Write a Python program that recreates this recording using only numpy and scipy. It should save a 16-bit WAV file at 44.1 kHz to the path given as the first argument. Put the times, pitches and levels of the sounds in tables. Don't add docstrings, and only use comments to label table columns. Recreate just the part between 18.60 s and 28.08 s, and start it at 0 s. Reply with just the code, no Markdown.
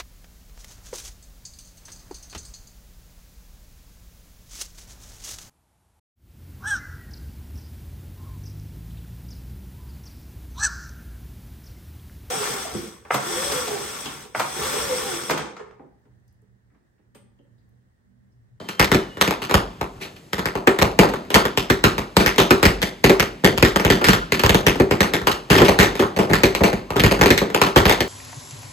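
import sys
import numpy as np
from scipy import signal
from scipy.fft import rfft, irfft, next_fast_len
from scipy.io import wavfile
from scipy.ndimage import uniform_filter1d

SR = 44100
rng = np.random.default_rng(int(sys.argv[2]) if len(sys.argv) > 2 else 0)


def generate_wav(sig):
    pcm = np.round(np.clip(np.atleast_2d(sig).T, -1, 1) * 32767).astype(np.int16)
    wavfile.write(sys.argv[1], SR, pcm)


def voltage_ratio(level):
    return 10 ** (np.asarray(level, float) / 20)


N = 418068

# (frequency [Hz], level [dB per Hz])
NIGHT_SPECTRUM = [(15, -45), (40, -18), (100, 10.5), (311, 9.5), (919, -3), (4000, -11.5), (8000, -13.5),
                  (14000, -20.5), (16300, -50)]
# (time [s], frequency [Hz], level [dB])
WHISTLES = [
    [(0, 3100, -56), (.1, 3150, -58), (.19, 3130, -53), (.3, 3050, -55), (.42, 2980, -54), (.5, 2960, -58),
     (.6, 2930, -58), (.68, 2900, -62)],
    [(5.38, 1320, -50), (5.42, 1345, -31), (5.5, 1385, -30), (5.54, 1400, -48)],
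    [(5.6, 1560, -55), (5.62, 1440, -35), (5.645, 1370, -37), (5.67, 1320, -56)],
    [(8.26, 960, -64), (8.29, 1090, -52), (8.33, 1220, -39), (8.39, 1250, -31), (8.42, 1240, -48)],
]
# (frequency [Hz], level [dB per Hz])
POWDER_SPECTRUM = [(15, -49), (30, -28), (50, -2), (110, -2.5), (190, -3.5), (260, -7.5), (500, -10.5),
                   (750, -14.5), (1400, -12), (2500, -15), (5000, -20.5), (8000, -24), (13000, -24.5),
                   (15500, -32.5), (16300, -46)]
# (delay [s], level [dB], sideways spread [samples])
WALL_COPIES = [(0, 7.5, -5.5), (.0022, 1.5, -7), (.0061, 1.5, -10.5), (.0107, -3, 0), (0.0138, -21.5, 4),
               (0.017, -20, 6), (.022, -9.5, 4), (.029, -11.5, 2)]
# (frequency [Hz], time to fall 60 dB [s])
YARD_DECAY = [(40, 0.11), (110, 0.015), (300, 0.37), (750, 0.37), (2000, 0.23), (5000, 0.26), (13500, 0.2)]
# (frequency [Hz], time to fall 60 dB [s])
TOWN_DECAY = [(50, 3.1), (500, 0.73), (4000, 1.27), (14000, 0.29)]
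# (frequency [Hz], width [Hz], level [dB])
PARAPET_RINGS = [(182, 70, 2.5), (386, 26, 5)]
# (frequency [Hz], left-right likeness [0 to 1])
PORT_LIKENESS = [(60, 0.95), (300, 0.97), (700, 0.52), (1100, 0.13), (2100, 0.76), (2800, 0.38),
                 (4500, 0.97), (5300, 0.18), (6500, 0.7), (8000, 0.4)]
# (frequency [Hz], left leads by [rad])
PORT_LEAD = [(0, 0), (700, .5), (1050, 1.1), (1300, 2.6), (1650, 3.9), (1850, 6.4), (2400, 7.1),
             (4800, 7.1), (6300, 12.4), (7100, 12.5), (16000, 3.1)]
# (frequency [Hz], left over right [dB])
PORT_TILT = [(60, 0.0), (110, 0.0), (200, 0.0), (380, 1.0), (700, 2.0), (1290, -0.5), (2380, 1.0),
             (4400, 0.5), (8120, 0.0), (15000, 0.0)]

# (time [s], peak level [dB], boom [dB], sharpness [dB])
OPEN_EARLY = [(-.12, -4, -11, -14), (.087, -20, -36, -9), (.1957, -1.5, -12.5, -12.5),
              (.316, -1, -19, -17.5), (.57, -19, -20, -25), (.6113, -3.5, -28, -9), (.895, -14.5, -34, -19),
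              (.941, 0, -12.5, -16.5), (1.9526, -9.5, -21, -25.5), (2.072, 0.5, -30, -19.5),
              (2.389, 2, -16, -16.5), (2.536, -13, -24, -21.5), (2.703, -14.5, -33, -13.5),
              (2.742, -4.5, -12, -5.5), (2.756, 3, -32, -20), (3.0996, -2, -15.5, -15.5),
              (3.239, 0.5, -14.5, -14), (3.38, -9, -18, -17.5), (3.661, -5.5, -15.5, -8.5),
              (3.9065, 2.5, -21, -18), (4.0283, 1, -18, -17), (4.053, -1, -8.5, -12.5),
              (4.273, -27, -26, -11), (4.4405, 0.5, -14.5, -14), (4.495, -0.5, -26, -20)]
# (time [s], peak level [dB], boom [dB], sharpness [dB])
OPEN_MIDDLE = [(4.8447, -1, -57, -11.5), (5.049, -4, -39, -14.5), (5.197, -6, -28, -20),
               (5.248, -1.5, -13.5, -19), (5.301, -1, -14, -12.5), (5.442, -8.5, -20, -6.5),
               (5.4847, -1, -11, -10.5), (5.7204, -6.5, -21, -11.5), (5.794, -12.5, -25, -8),
               (5.835, -2.5, -9.5, -15.5), (5.893, -1, -15, -15), (6.0655, 0.5, -16, -13.5),
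               (6.156, -15.5, -22, -22), (6.1986, -1, -15, -26), (6.3098, -2, -20, -21.5),
               (6.405, -0.5, -19.5, -16), (6.429, -9.5, -28, -14), (6.536, -6.5, -23, -12.5),
               (6.614, -17, -12, -25), (6.67, -1.5, -31, -16), (6.715, -24, -8, 2.5)]
# (time [s], peak level [dB], boom [dB], sharpness [dB])
OPEN_LATE = [(7.188, -2, -7, -13), (7.229, -4.5, -41, -12), (7.353, -17, -23, -13.5),
             (7.423, -3.5, -24, -28.5), (7.733, -2, -16, -14.5), (7.8336, -1.5, -15.5, -13.5),
             (8.396, -9.5, -7, -9), (8.436, -1, -7, -15.5), (8.591, -14, -7, -20),
             (8.6115, -1.5, -12, -13.5), (8.658, -2, -21, -15.5), (8.7035, -2.5, -13, -10.5),
             (8.815, -3, -27, -32.5), (8.9, -17, -31, -22.5), (9.015, 0.5, -24, -15),
             (9.16, 1.5, -10.5, -17.5), (9.254, -1, -12, -18), (9.295, -1, -29, -13)]
# (time [s], peak level [dB], boom [dB], sharpness [dB])
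FLUNG = [(.345, -6, -14, -14), (.676, -8.5, -18, -15), (.708, -6.5, -41, -17.5), (.91, -6, -28, -20),
         (1.189, -46, 9, -21), (1.2115, -8, -18, -23.5), (1.731, -10.5, -22, -13), (1.856, -7, -20, -16),
         (2.1875, -6.5, -23, -16.5), (2.65, -32, -22, -23), (2.852, -6, -24, -19),
         (2.9735, -7.5, -16.5, -8), (3.5666, -1, -13.5, -11), (4.227, -9.5, -16, -7),
         (4.597, -4.5, -14, -10.5), (4.626, -7.5, -36, -17.5), (4.976, -12, -7, -8.5),
         (5.025, 1.5, -13, -15.5), (5.159, -0.5, -28, -18.5), (5.532, -5, -18, -12),
         (5.945, -2.5, -13, -12), (6.648, -37, -3, -15), (7.017, 3.5, -38, -24.5), (7.949, -9.5, -26, -9.5),
         (8.304, -10, -16, -21), (8.777, -10, -23, -4), (8.9455, -2.5, -31, -14.5), (9.202, -3.5, -20, -26),
         (9.323, -12, -25, -8.5), (9.405, -6.5, -15, -10.5)]
# (time [s], peak level [dB], boom [dB], sharpness [dB])
HIDDEN = [(.818, -22, -19, -10), (1.358, -37.5, 2, -26), (1.781, -18.5, -14, -17), (2.215, -5.5, -11, -19),
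          (3.781, -7, -21, -9.5), (4.837, -8.5, -7, -33), (5.412, -16, -28, -22), (5.466, -17.5, 0, -8.5),
          (6.901, -8.5, -3, -11.5), (6.913, -6, -15.5, -14.5), (7.0, -7, -11, -24), (7.047, -16, -35, -7.5),
          (7.082, -4.5, -17, -18.5), (7.393, -10, -24, -19), (7.563, -15, -14, -18.5),
          (7.588, -8, -18.5, -21), (8.006, -7.5, -10, -34), (8.035, -5.5, -31, -16), (8.358, -12, -11, -25),
          (8.511, -8.5, -27, -16), (9.279, -19, -22, -7)]
# (time [s], peak level [dB], boom [dB], sharpness [dB])
UNSEEN = [
    (1.4, -53, -20, -12),
    (1.42, -50, -12, 5),
    (2.416, -17, -33, -22.5),
    (7.695, -19, -2, -25.5),
]
# (time [s], peak level [dB], boom [dB], sharpness [dB], yard
# feed [dB])
BURIED = [(.227, -11, -25, -11, -14), (.243, -16, -15, -3, -3), (1.41, -44.5, -19, -8, 21.5),
          (1.433, -40.5, -20, -11, 13), (1.448, -41, -10, -17, 13), (1.56, -58, -18, -0.5, 17.5),
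          (1.53, -54, 10, -20, 0), (.849, -26, -25, -6, -13), (2.222, -14, -21, -1, -14),
          (3.76, -24, -22, -6, -8), (5.747, -14, -27, -12, -6), (6.005, -25, -25, -10, -8),
          (7.053, -15.5, -25, -13, 0), (7.405, -19, -23, -12, 0), (7.648, -26, -27, -16, -5),
          (8.365, -12, -23, -11.5, -2), (9.423, -20, -25, -12, -5), (1.792, -14, -16, -16, -8),
          (2.314, -33, -25, -6, -6), (2.488, -25.5, -25, -9, 3), (3.599, -12.5, -29, -15.5, 10.5),
          (3.798, -2.5, -22, -18, -8), (3.819, -7, -30, -18, -20), (4.217, -19, -28, -2.5, -5),
          (4.518, -14.5, -31, -20, 4.5), (5.083, -20, -25, -8, -1), (5.359, -26, -25, -14, -8),
          (5.862, -7.5, -26, -9, -13), (6.952, -8, -11, -12.5, 4.5), (6.979, -10.5, -8, -10.5, 7.5),
          (7.199, -3.5, -25, -11.5, 4), (7.855, -10, -25, -12, 0), (8.129, -12, -10, -19, 1),
          (8.462, -8, -25, -13, -2), (8.635, -7, -25, -14, -8), (9.064, -12, -25, -19, 4),
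          (9.174, -6, -12, -7.5, -1.5)]
OPEN_YARD_DB, FLUNG_YARD_DB, HIDDEN_YARD_DB, UNSEEN_YARD_DB = 1.1, -2, 7.5, 17.5


def along(points, hz):
    f, value = np.transpose(points)
    return np.interp(np.log(hz + 1), np.log(f + 1), value)


def filtered(x, response):
    m = next_fast_len(N + SR)
    return irfft(rfft(x, m) * response(np.fft.rfftfreq(m, 1 / SR)), m)[..., :N]


def peak(f, hz, width_hz):
    return 1j * f * width_hz / (hz * hz - f * f + 1j * f * width_hz)


def bass_cut(f, hz):
    return (1j * f / hz) ** 2 / (1 + 1.4j * f / hz - (f / hz) ** 2)


def spread(pair):
    def mid_side(hz):
        turn = np.arccos(np.clip(along(PORT_LIKENESS, hz), -1, 1)) / 2
        return np.array([np.cos(turn), np.sin(turn)])
    mid, side = filtered(pair, mid_side)
    return np.array([mid + side, mid - side])


def night():
    air = filtered(rng.standard_normal((2, N)), lambda hz: voltage_ratio(along(NIGHT_SPECTRUM, hz)))
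    return voltage_ratio(-49.0) * spread(air / air.std())


def whistles():
    t = np.arange(N) / SR
    breath, waver = filtered(rng.standard_normal((2, N)), lambda f: np.exp(-(f / 45) ** 2))
    breath = 1 + .3 * breath / breath.std()
    waver = 1 + .012 * waver / waver.std()
    out = np.zeros(N)
    for rows in WHISTLES:
        s, hz, db = np.transpose(rows)
        turns = np.cumsum(np.interp(t, s, hz) * waver) / SR
        level = voltage_ratio(np.interp(t, s, db, left=-120, right=-120) + 7.5)
        out += level * np.sin(2 * np.pi * turns)
    return breath * out


def tails(count, town_db, grain_db, rise_s):
    hz, t, z = signal.stft(rng.standard_normal((count, 2, SR)), SR, nperseg=256)
    yard_fade = voltage_ratio(-60 * t / along(YARD_DECAY, hz)[:, None])
    town_fade = voltage_ratio(town_db - 60 * t / along(TOWN_DECAY, hz)[:, None])
    tail = signal.istft(z * (yard_fade + town_fade), SR, nperseg=256)[1][..., :SR]
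    t = np.arange(SR) / SR
    lumps = np.repeat(rng.standard_normal((count, 1, SR // 30)), 30, axis=-1)
    tail = tail * voltage_ratio(grain_db * lumps * np.exp(-t / 0.14))
    tail = tail * (1 - np.exp(-t / rise_s))
    return tail / np.sqrt(np.mean(np.sum(tail ** 2, -1), -1))[:, None, None]


def yard(feed):
    m = next_fast_len(N + 2 * SR)
    answers = tails(count=len(feed), town_db=-24.0, grain_db=4.5, rise_s=0.002)
    far = irfft((rfft(feed, m) * rfft(answers, m)).sum(0), m)[:, SR:SR + N]

    def ring_and_sky(f):
        ring = np.prod([1 + (voltage_ratio(db) - 1) * peak(f, hz, width) for hz, width, db in PARAPET_RINGS], 0)
        return ring * bass_cut(f, 130)
    return voltage_ratio(8.5) * spread(filtered(far, ring_and_sky))


def terrace_hum(feed):
    hz, width_hz, level_db = 384.7, 11, -2
    wave = lambda f: peak(f, hz, width_hz) * peak(f, hz, 3 * width_hz)
    return voltage_ratio(level_db + 20) * filtered(feed.sum(0)[:, SR:SR + N], wave)


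def with_roll(near):
    delay_s, hz, width_hz, level_db = .075, 46, 13, -5

    def block(f):
        return 1 + voltage_ratio(level_db) * np.exp(-2j * np.pi * f * delay_s) * peak(f, hz, width_hz) ** 2
    return filtered(near[:, SR:SR + N], block)


def string():
    snap_db, snap_grows = -8.5, 0.84
    places = [(list(OPEN_EARLY) + list(OPEN_MIDDLE) + list(OPEN_LATE), OPEN_YARD_DB),
              (FLUNG, FLUNG_YARD_DB), (HIDDEN, HIDDEN_YARD_DB), (UNSEEN, UNSEEN_YARD_DB)]
    rows = sorted((*row, yard_db) for table, yard_db in places for row in table)
    rows = rows + list(BURIED)
    return [(s, db, boom_db, sharp_db, snap_db - 14 + snap_grows * (sharp_db + 13.0), yard_db)
            for s, db, boom_db, sharp_db, yard_db in rows]


def blast_colour(hz, high, levels, comb, turn):
    db, boom_db, crack_db, snap_db = levels
    low = 1 / (1 + (hz / 150) ** 4)
    middle = 1 / (1 + (1700 / (hz + 1)) ** 4) - high
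    level = along(POWDER_SPECTRUM, hz) + db + 29.5
    level = level + (boom_db + 15.0) * low + (crack_db + 11.5) * middle + (snap_db + 14.5) * high
    bounce_s = 0.0005 * (1 + 0.313 * comb[3])
    bounce_db = 3.07 * (1 - low) * np.sin(2 * np.pi * hz * bounce_s + 3 * turn[3])
    return voltage_ratio(level + bounce_db)


def wall_answer(hz, high, size, yard_db, luck):
    shift, strength, side, comb, turn = luck
    delay, wall_db, sideways = np.transpose(WALL_COPIES)[..., None]
    at = size / 8 / SR + 0.0011 + delay * (1 + 0.0441 * shift)
    split = np.exp(-2j * np.pi * hz * 0.000495 * np.abs([comb, turn]))
    rough = 1 + 0.35 * high * (split[0] - split[1])
    rough = rough * (1 - np.clip(delay / 0.015, 0, .9) / (1 + (hz / 270) ** 4))
    scatter_db = 2.5 * strength * (delay > 0)
    scatter_db = scatter_db + 0.47 * np.clip(yard_db, -10, 5) * (delay > .008)
    copies = np.exp(-2j * np.pi * at * hz) * rough * voltage_ratio(wall_db + scatter_db)
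    wide = hz / (1 + (hz / 5500) ** 12) / (1 + (220 / (hz + 1)) ** 2)
    apart = np.exp(-1j * np.pi * sideways * side * wide / SR)
    return np.array([(copies * apart).sum(0), (copies / apart).sum(0)])


def crackers(count=6, size=4096):
    hz = np.fft.rfftfreq(size, 1 / SR)
    high = 1 / (1 + (5000 / (hz + 1)) ** 4)
    blasts = string()
    chance = rng.standard_normal((len(blasts), 5, len(WALL_COPIES), 1))
    near = np.zeros((2, N + 2 * SR))
    feed = np.zeros((count, 1, N + 2 * SR))
    for k, ((s, *levels, yard_db), luck) in enumerate(zip(blasts, chance)):
        colour = blast_colour(hz, high, levels, comb=luck[3], turn=luck[4])
        start = round(s * SR) + SR - size // 8
        walls = wall_answer(hz, high, size, yard_db, luck)
        near[:, start:start + size] += irfft(colour * walls, size)
        impulse = np.roll(irfft(colour, size), size // 8)
        feed[k % count, 0, start:start + size] += voltage_ratio(yard_db) * impulse
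    return terrace_hum(feed) + with_roll(near) + yard(feed)


def scene():
    return night() + whistles() + crackers()


def ports(hz):
    half = np.array([[.5], [-.5]])
    return np.exp(1j * half * np.interp(hz, *np.transpose(PORT_LEAD))) * voltage_ratio(half * along(PORT_TILT, hz))


def chirp(hz):
    return np.exp(-2j * np.pi * 1.1 * np.log((hz + 4) / 8000) - 3j * np.arctan(hz / 90))


def smear(x, smear_db, size=512):
    z = signal.stft(x, nperseg=size)[2]
    turn = np.exp(2j * np.pi * rng.random(z.shape[1:]))
    turn = turn * (np.arange(len(z[0])) > 7)[:, None]
    return voltage_ratio(smear_db) * signal.istft(z * turn, nperseg=size)[1][:, :N]


def thinned(x, under_db, jump_db, top_hz, size=512):
    hz, t, z = signal.stft([x[0] + x[1], x[0] - x[1]], SR, nperseg=size)
    power = uniform_filter1d(np.abs(z) ** 2, size // 64, 1)
    share = uniform_filter1d(power / (power.sum(0) + 1e-20), size // 40, 2)
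    share = share[:, size // 128::size // 64].repeat(size // 64, 1)
    share = np.pad(share, ((0, 0), (0, 1), (0, 0)))
    treble = (np.abs(z[:, hz > 4000]) ** 2).sum((0, 1))
    calm = treble < voltage_ratio(2 * jump_db) * np.roll(treble, 1)
    top = top_hz + 250 * rng.standard_normal(len(t) // 8 + 1).repeat(8)[:len(t)]
    faint = (share < voltage_ratio(2 * under_db) * share[::-1]) & (hz > 6000)[:, None]
    too_high = hz[:, None] > [[top], [top + SR]]
    weak = (faint | too_high) & calm
    mid, side = signal.istft(z * ~weak, SR, nperseg=size)[1][:, :N]
    return np.array([mid + side, mid - side]) / 2


def band_limit(x):
    return signal.sosfilt(signal.butter(12, 16410, fs=SR, output="sos"), x)


def record(dry):
    x = filtered(dry, lambda hz: ports(hz) * chirp(hz))
    x = x / (1 + np.abs(x / 1.05) ** 8) ** (1 / 8)
    x = thinned(x + smear(x, smear_db=-14), under_db=-3, jump_db=7, top_hz=14700)
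    x = filtered(x, lambda hz: bass_cut(hz, 38))
    return band_limit(x)


dry = scene()
out = record(dry)
generate_wav(out)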